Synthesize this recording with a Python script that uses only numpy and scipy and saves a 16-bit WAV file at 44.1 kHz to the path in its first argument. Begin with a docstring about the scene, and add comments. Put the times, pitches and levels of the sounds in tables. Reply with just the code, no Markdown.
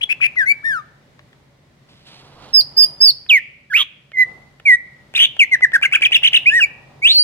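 """Leafbird song in a live room

A leafbird sings near two microphones: soft chatter, loud whistles, a buzz, a fast trill and rising slurs.
The two sides of its syrinx (voice organ) glide alone or together as near-sine tones with weak overtones
coloured by the throat; harsh notes add filtered noise. Bursts of noise make beak ticks and feather rustle.
Fading noise makes the room's echo, over room noise, a low wavering hum and a dull noise further off.
"""
import sys
import numpy as np
from scipy import signal
from scipy.fft import rfft, irfft, next_fast_len
from scipy.io import wavfile
from scipy.ndimage import uniform_filter1d, minimum_filter1d, map_coordinates

SR = 44100
rng = np.random.default_rng(int(sys.argv[2]) if len(sys.argv) > 2 else 0)


def transcribe(signal):
    """Save signal, clipped to [-1, 1], as a 16-bit WAV file at the path in sys.argv[1]."""
    frames = np.atleast_2d(signal).T
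    limited = np.clip(frames, -1, 1)
    pcm = np.round(limited * 32767).astype(np.int16)
    wavfile.write(sys.argv[1], SR, pcm)


N = 318843  # samples in the scene
T = np.arange(N) / SR  # time [s]


def undb(db):
    """Turn decibels into gain."""
    return 10 ** (np.asarray(db) / 20)


def unit(x):
    """Scale to an rms of 1."""
    return x / np.sqrt(np.mean(x ** 2))


def curves(rows):
    """Join the points of each table column by straight lines in time."""
    times, *columns = np.transpose(rows)
    return [np.interp(T, times, column) for column in columns]


def response(hz, points):
    """Gain at the given frequencies, read from a (frequency [Hz], level [dB]) table."""
    table_hz, table_db = np.transpose(points)
    return undb(np.interp(np.log(hz + 1), np.log(table_hz), table_db))


def colour(x, gain):
    """Filter a sound by a gain that depends on frequency."""
    size = x.shape[-1]
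    padded = next_fast_len(size, True)
    spectrum = rfft(x, padded) * gain(np.fft.rfftfreq(padded, 1 / SR))
    return irfft(spectrum, padded)[..., :size]


def band(shape, hz, width_hz):
    """Noise in one bell-shaped band, with an rms of 1."""
    noise = rng.standard_normal(shape)
    return unit(colour(noise, lambda f: np.exp(-2 * ((f - hz) / width_hz) ** 2)))


def spread(pair, side):
    """Widen to stereo: the first noise is shared, the second has opposite sign in each ear."""
    return pair[0] + side * np.array([[1], [-1]]) * pair[1]


def song():
    """All notes added up, each sung in its own stretch of time."""
    out = np.zeros(N)
    rasp, warble = harshness()
    for strokes, overtone_db in whistles() + rasps() + trill() + rises():
        times = [row[0] for rows in strokes for row in rows]
        span = (T > min(times) - .01) & (T < max(times) + .01)
        out[span] += phrase(T[span], strokes, overtone_db, rasp[span], warble[span])
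    return out


# clear whistles, one smooth glide each: (start [s], length [s], evenly spaced pitches [Hz], level [dB],
# place of the crest [0-1], steepness of the swell [power], overtones [dB])
WHISTLE_NOTES = [ (0.362, 0.094, (2130, 1896, 1622, 1530), -11.5, 0.31, 1.2, -7.5),
                 (0.456, 0.07, (1870, 2158, 2282, 2307), -9, 1, 0.83, 0),
                 (0.637, 0.18, (1687, 1820, 1619, 1340, 1175), -16.5, 0.15, 1.1, -2),
                 (2.532, 0.084, (5620, 5240, 5078, 4892, 4826, 3900), 0, 0.66, 1, 8),
                 (2.767, 0.083, (4750, 5067, 5000, 4830, 4994), 0.5, 1, 0.81, 12),
                 (3.003, 0.11, (4840, 5186, 5214, 4750, 4563, 3700), 0.5, 0.5, 1.03, 8),
                 (3.284, 0.11, (4680, 2670, 2299, 2093, 1760), -4, 0.23, 3.3, -1.5),
                 (4.131, 0.072, (2200, 2060, 2200), -25, 0.73, .7, -13),
                 (4.156, 0.086, (1964, 2018, 2031, 1900), -7, 0.73, 1.77, -5.5),
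                 (4.653, 0.11, (2430, 2125, 1940, 1958), -4.5, .65, 0.62, -4.5),
                 (5.392, 0.054, (3195, 2455, 2186, 1860), -5.5, 0.44, 0.27, 0.5),
                 (5.512, 0.047, (2180, 2090, 1968, 1580), -7.5, 0.62, 1.2, -0.5),
                 (5.613, 0.043, (1903, 2044, 1950, 1615), -3.5, 0.76, 2.16, -4.5),
                 (5.733, 0.037, (1610, 1876, 1660, 1640), -7, 0.72, 0.5, 0),
                 (6.456, 0.051, (1896, 2442, 2533, 3130), -5, 0.51, 0.96, -7.5),
                 (6.492, 0.12, (1620, 1735, 1885, 1880, 1333), -9.5, 0.68, 1.52, 1),
                 (6.599, 0.055, (2990, 2746, 2403, 2290), -8, 0.7, 0.84, 3), ]


def whistles():
    """Each whistle is one pure stroke of the syrinx with a bending pitch."""
    return [([glide(*shape)], overtone_db) for *shape, overtone_db in WHISTLE_NOTES]


# harsh notes and quick scoops of the chatter and the buzzes, one straight glide each:
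# (start [s], length [s], from pitch [Hz], to pitch [Hz], level [dB], overtones [dB])
RASP_NOTES = [ (0.01, 0.014, 2200, 3500, -19.5, -5), (0.027, .015, 2880, 3680, -13, -1.5),
              (0.091, 0.04, 2350, 2705, -12.5, -2), (0.202, 0.0089, 980, 2280, -31.5, -11),
              (0.209, 0.038, 2450, 2587, -11, -8), (0.228, 0.042, 2130, 2568, -12, -1),
              (0.355, 0.0091, 890, 1930, -38.5, 10), (0.627, 0.013, 1070, 1760, -44.5, -16),
              (3.765, 0.056, 1510, 1102, -30.5, -3), (5.149, 0.018, 2643, 3976, -11.5, 2),
              (5.158, 0.027, 2360, 2810, -15, 8), (5.185, 0.073, 3025, 3278, -4, 1.5), ]


def rasps():
    """Each rasp or scoop is a straight glide that is loudest near its end."""
    return [([glide(start, length, pitches, db, crest=1.0)], overtone_db)
            for start, length, *pitches, db, overtone_db in RASP_NOTES]


# trill syllables: (start [s], upstroke length [s], upstroke pitch [Hz], arch length [s], arch pitch [Hz],
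# arch level [dB], downstroke delay [s], downstroke length [s], downstroke pitch [Hz], downstroke level [dB])
TRILL_SYLLABLES = [ (5.822, .022, 2547, 0.031, 1708, -15.5, 0.027, 0.021, 2154, -9.5),
                   (5.922, 0.024, 2570, 0.042, 1720, -17.5, 0.026, 0.017, 2430, -2.5),
                   (6.018, .012, 2620, 0.022, 2403, -9, 0.03, .027, 2605, -6.5),
                   (6.118, 0.019, 2870, .022, 2294, -17.5, 0.027, .028, 2800, -0.5),
                   (6.231, .01, 2940, 0.03, 3040, -1, 0.041, 0.018, 3024, -8.5),
                   (6.33, 0.0086, 2920, 0.023, 3010, 3.5, 0.032, 0.019, 2867, -3), ]


def trill():
    """A run of syllables, each an upstroke, an arch and a downstroke."""
    return [(syllable(*row), 0) for row in TRILL_SYLLABLES]


# pitch through each stroke, as a multiple of its listed pitch
UPSTROKE, ARCH, DOWNSTROKE = (0.87, 1, 1.3), (.65, 1, 0.728), (1.4, 0.99, 0.97)
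UPSTROKE_DB, ARCH_DELAY_S = -10, .009


def syllable(start, up_s, up_hz, arch_s, arch_hz, arch_db, down_delay_s, down_s, down_hz, down_db):
    """Upstroke and downstroke of one trill syllable, with an arch from the other side of the syrinx."""
    up = glide(start, up_s, up_hz * np.array(UPSTROKE), UPSTROKE_DB, crest=0.59)
    arch = glide(start + ARCH_DELAY_S, arch_s, arch_hz * np.array(ARCH), arch_db, swell=1.3)
    down = glide(start + down_delay_s, down_s, down_hz * np.array(DOWNSTROKE), down_db)
    return [up, arch, down]


# first and shorter rising slur, before its gain: (time [s], pitch [Hz], level [dB])
SHORT_SLUR = [(3.7, 1680, -42), (3.712, 1700, -26), (3.73, 1420, -20), (3.742, 2100, -11),
              (3.758, 2470, -5.5), (3.784, 3070, -12.5), (3.812, 3410, -11), (3.832, 3250, -20)]
# second and longer rising slur, before its gain: (time [s], pitch [Hz], level [dB])
LONG_SLUR = [(7.02, 2150, -39), (7.044, 2410, -17), (7.058, 2673, -8.5), (7.086, 3420, -16),
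             (7.114, 4000, -12), (7.136, 4490, -23), (7.166, 4390, -13), (7.202, 4610, -12.5),
             (7.229, 4646, -18)]


def rises():
    """Two slurs climb in pitch along drawn paths while their level rises and falls."""
    slurs = [(SHORT_SLUR, -2, 0.5), (LONG_SLUR, 4.5, 0)]  # (path, gain [dB], overtones [dB])
    return [([np.array(rows) + [0, 0, gain_db]], overtone_db) for rows, gain_db, overtone_db in slurs]


FADE_POWER = 0.94  # low values hold a note up until its end


def glide(start, length, pitches, db, crest=0.44, swell=0.48):
    """One stroke as (time, pitch, level) rows: the pitch bends smoothly as the level swells and fades."""
    u = np.linspace(0, 1, 65)  # progress through the stroke
    bend = np.polyfit(np.linspace(0, 1, len(pitches)), pitches, len(pitches) - 1)
    hz = np.polyval(bend, u)
    crest = np.clip(crest, .05, .95)
    arc = np.sin(np.interp(u, [0, crest, 1], [0, np.pi / 2, np.pi])) + 1e-4  # never quite zero
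    power = np.where(u < crest, swell, FADE_POWER)
    return np.transpose([start + length * u, hz, db + 20 * np.log10(arc) * power])


# where the voice turns harsh: (from time [s], to time [s], rasp [0-1], typical warble depth [share of pitch])
HARSH_STRETCHES = [ (0, .27, .33, .045), (2.598, 2.615, .06, 0), (2.825, 2.85, .08, 0),
                   (3.07, 3.11, .05, 0), (3.764, 3.835, .5, .07), (5.15, 5.27, .33, .09),
                   (5.74, 6.39, .25, .04), (7.07, 7.135, .26, .04), ]


def harshness(edge_s=0.0072):
    """Rasp and warble depth over time; both are zero outside the harsh stretches."""
    controls = sum(np.outer([rasp, warble], (T > start) & (T < end))
                   for start, end, rasp, warble in HARSH_STRETCHES)
    return uniform_filter1d(controls, int(edge_s * SR))  # soft edges


THROB = 3.5  # level swing per unit of pitch swing in a warble


def stroke(t, rows, warble, warble_hz=108):
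    """One side of the syrinx: a glide that can warble unevenly, with its level throbbing as it does."""
    times, hz, db = np.transpose(rows)
    size = int(.003 * SR)  # smoothing over 3 ms
    loud = uniform_filter1d(np.interp(t, times, undb(db), left=0, right=0), size)
    pitch = uniform_filter1d(np.interp(t, times, hz), size)
    pace, depth = band((2, len(t)), 0, 2 * warble_hz)
    flutter = np.cumsum(warble_hz * (1 + .5 * pace)) / SR
    swing = warble * (1 + .5 * depth) * np.sin(2 * np.pi * flutter)
    return loud * np.maximum(1 - THROB * swing, 0), pitch * (1 + swing)


# throat colour for overtones and hiss, before each note's own overtone level: (frequency [Hz], level [dB])
THROAT_COLOUR = [(1000, -39), (2500, -26.5), (4200, -31), (6200, -31), (8000, -35), (9200, -31.5),
                 (10400, -36.5), (11500, -39), (13200, -32), (15000, -40)]
BREATHY, PURE_JITTER = .08, .06  # air hiss under a pure note [share], its phase jitter [radians]


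def phrase(t, strokes, overtone_db, rasp, warble, fall_db=-1.0, hiss_db=-13,
           grit_db=-1, grit_hz=3000, beat_db=-39, beat_hz=3950):
    """Near-sine strokes with weak, unsteady overtones; harsh ones add grit and throat-coloured hiss."""
    tone, grit, airflow = np.zeros((3, len(t)))
    for rows in strokes:
        loud, pitch = stroke(t, rows, warble)
        phase = 2 * np.pi * np.cumsum(pitch) / SR
        wave = np.sin(phase)
        # irregular vibration spreads noise around the pitch and around an undertone
        shake = band((3, len(t)), 0, 900)
        around_pitch = shake[0] * np.cos(phase) + shake[1] * np.sin(phase)
        around_undertone = shake[2] * np.sin(.72 * phase)
        grit += loud * rasp * (around_pitch + around_undertone)
        # above 4700 Hz a faint second vibration beats against the first
        wave = wave + undb(beat_db) * (pitch > 4700) * wave * np.sin(2 * np.pi * beat_hz * t)
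        jittered = phase + (rasp * .6 + PURE_JITTER) * shake[0]
        for k in range(2, 9):  # overtones at k times the pitch
            uneven_db = 3 * band(len(t), 0, 80)
            level_db = overtone_db + fall_db * (k - 2.0) + uneven_db
            gain = response(k * pitch, THROAT_COLOUR) * undb(level_db)
            wave += gain * (k * pitch < SR / 2) * np.sin(k * jittered)
        # rasp takes power away from the clear tone
        tone += np.sqrt(2) * loud * np.sqrt(1 - rasp ** 2) * wave
        airflow += loud
    grit = colour(grit, lambda f: np.exp(-(np.log((f + 1) / grit_hz) / .6) ** 2))
    hiss = unit(colour(rng.standard_normal(len(t)), lambda f: response(f, THROAT_COLOUR)))
    breath = airflow * (rasp * undb(overtone_db) + BREATHY) * undb(hiss_db) * hiss / 2
    return tone + undb(grit_db) * grit + breath


# beak ticks outside the trill: (time [s], level at the onset [dB])
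BEAK_TICKS = [(1.193, -36.5), (1.33, -42.5), (3.263, -37), (4.118, -35.5), (4.599, -32), (5.139, -26.5),
              (5.367, -32.5), (5.608, -27), (5.719, -28)]
# colour of a tick: (frequency [Hz], level [dB])
BEAK_COLOUR = [(250, -26), (600, -7), (1200, -10), (2000, 0), (3200, -9), (5000, -26), (14000, -50)]
TICK_LEAD_S, TRILL_TICK_DB = .008, -29  # one tick ahead of each trill syllable


def beak():
    """Short dry ticks: coloured noise that dies away within milliseconds."""
    out = np.zeros(N)
    t = T[:2048]
    decay_s = .003
    trill_ticks = [(row[0] - TICK_LEAD_S, TRILL_TICK_DB) for row in TRILL_SYLLABLES]
    for time, db in BEAK_TICKS + trill_ticks:
        ring = unit(colour(rng.standard_normal(len(t)), lambda f: response(f, BEAK_COLOUR)))
        start = int(time * SR)
        out[start:start + len(t)] += undb(db) * ring * np.exp(-t / decay_s)
    return out


# the bird shuffles round on its perch: (time [s], soft wing air level [dB], feather hiss level [dB])
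PERCH_SHUFFLE = [(1.87, -97, -112), (1.89, -56, -54.5), (2.05, -81.5, -60), (2.07, -55, -45.5),
                 (2.37, -50.5, -57), (2.44, -43.5, -47), (2.53, -51.5, -53), (2.7, -85, -85)]


def feathers():
    """Wings push air softly while feather vanes scrape in a lightly flickering hiss."""
    air_db, hiss_db = curves(PERCH_SHUFFLE)
    air = band(N, 700, 1300)
    scrape = band(N, 3500, 2600) + 0.26 * band(N, 5600, 7000)
    flicker_db = 1.5 * band(N, 0, 330)
    return undb(air_db) * air + undb(hiss_db + flicker_db) * scrape


def room(x, late_db=-22, early_db=-16, wall_db=-22, absorb_hz=7000):
    """Near surfaces answer first; a diffuse tail of fading noise rings on, and its treble dies first."""
    t = T[:SR]
    low_t60, high_t60 = .64, .42  # time to fade by 60 dB [s]
    early_s, gap_s = .016, .003  # fade of the early echoes, wait before the first echo
    noise = rng.standard_normal((3, 2, SR))
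    low = colour(noise[0], lambda f: 1 / np.sqrt(1 + (f / 3200) ** 8)) * undb(-60 * t / low_t60)
    high = colour(noise[1], lambda f: 1 / np.sqrt(1 + (3200 / (f + 1)) ** 8)) * undb(-60 * t / high_t60)
    tail = (low + high) / np.sqrt(SR * low_t60 / np.log(1e6))
    early = noise[2] * np.exp(-t / early_s) / np.sqrt(SR * early_s / 2)
    echo = undb(late_db) * tail + undb(early_db) * early
    echo = np.pad(echo, ((0, 0), (int(gap_s * SR), 0)))
    # the nearest wall throws back one distinct echo after 20 ms
    echo[:, int(.02 * SR)] += undb(wall_db)
    echo = colour(echo, lambda f: 1 / np.sqrt(1 + (f / absorb_hz) ** 2))
    return signal.fftconvolve(x[None], echo, axes=1)[:, :N]


# colour of the room noise: (frequency [Hz], level [dB])
ROOM_NOISE_COLOUR = [(25, -44.5), (42, -6.5), (144, -2), (424, -13.5), (598, -15.5), (844, -22),
                     (1720, -22), (1950, -18.5), (2550, -25.5), (3880, -26.5), (15000, -46.5)]
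# a dull distant noise comes and goes: (time [s], level [dB])
DISTANT_NOISE = [(0, -58.5), (1.8, -68.5), (2.9, -52), (3.3, -74), (4.15, -80.5), (4.28, -50), (4.6, -67),
                 (5.6, -60), (6.6, -54.5), (7.2, -54.5)]


def background(floor_db=-54, hum_db=-57, hum_hz=138, dip_share=0.31):
    """Room noise and a wavering low hum, quieter for a while in the middle, with a dull noise further off."""
    distant_db = curves(DISTANT_NOISE)[0]
    noise = unit(colour(rng.standard_normal((2, N)), lambda f: response(f, ROOM_NOISE_COLOUR)))
    noise[1] = colour(noise[1], lambda f: np.clip(f / 800, .18, 1))  # the bass is more alike on both sides
    sway_db = .8 * band(N, 0, 3)  # slow drift of the level
    floor = undb(floor_db + sway_db) * spread(noise, 1.0)
    hum = undb(hum_db) * spread(band((2, N), hum_hz, 22), .2)
    hum = hum + undb(-69.5) * spread(band((2, N), 581, 40), .6)  # a faint higher tone in the hum
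    dull = band((2, N), 680, 860) + undb(-10.5) * band((2, N), 770, 70)
    distant = undb(distant_db) * spread(dull, .6)
    # the level of room noise and hum is shaped by a share of the same curve
    level_change_db = dip_share * (distant_db - distant_db.mean())
    return (floor + hum) * undb(level_change_db) + distant


# where the beak points: (time [s], right ear lag [ms], left minus right level [dB])
HEAD_TURNS = [(.8, 0.2, 6.5), (2.55, 0.073, -6.5), (3.4, 0.068, -3), (4.2, 0.071, -4.5), (4.7, 0.099, -1.5),
              (5.5, 0.12, 1), (7.1, 0.12, -1)]


def scene():
    """The bird reaches the two microphones with a lag and balance that follow its head."""
    bird = song() + beak() + feathers()
    lag_ms, pan_db = curves(HEAD_TURNS)
    right = map_coordinates(bird, [np.arange(N) - lag_ms * SR / 1000], order=3)
    sides = undb(np.array([pan_db, -pan_db]) / 2)
    sides = sides / np.sqrt(np.mean(sides ** 2, axis=0))  # same total power wherever the beak points
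    direct = np.array([bird, right]) * sides
    return direct + room(bird) + background()


TOP_HZ = 15900  # the recorder passes nothing much above this


def record(dry):
    """A fast limiter turns down the loudest peaks; then a steep filter cuts the top."""
    ceiling, size = .88, int(.003 * SR)
    gain = ceiling / np.maximum(np.abs(dry).max(axis=0), ceiling)
    gain = uniform_filter1d(minimum_filter1d(gain, 2 * size), size)
    top_cut = signal.ellip(10, .1, 80, TOP_HZ, fs=SR, output="sos")
    return signal.sosfilt(top_cut, dry * gain)


dry = scene()
out = record(dry)
transcribe(out)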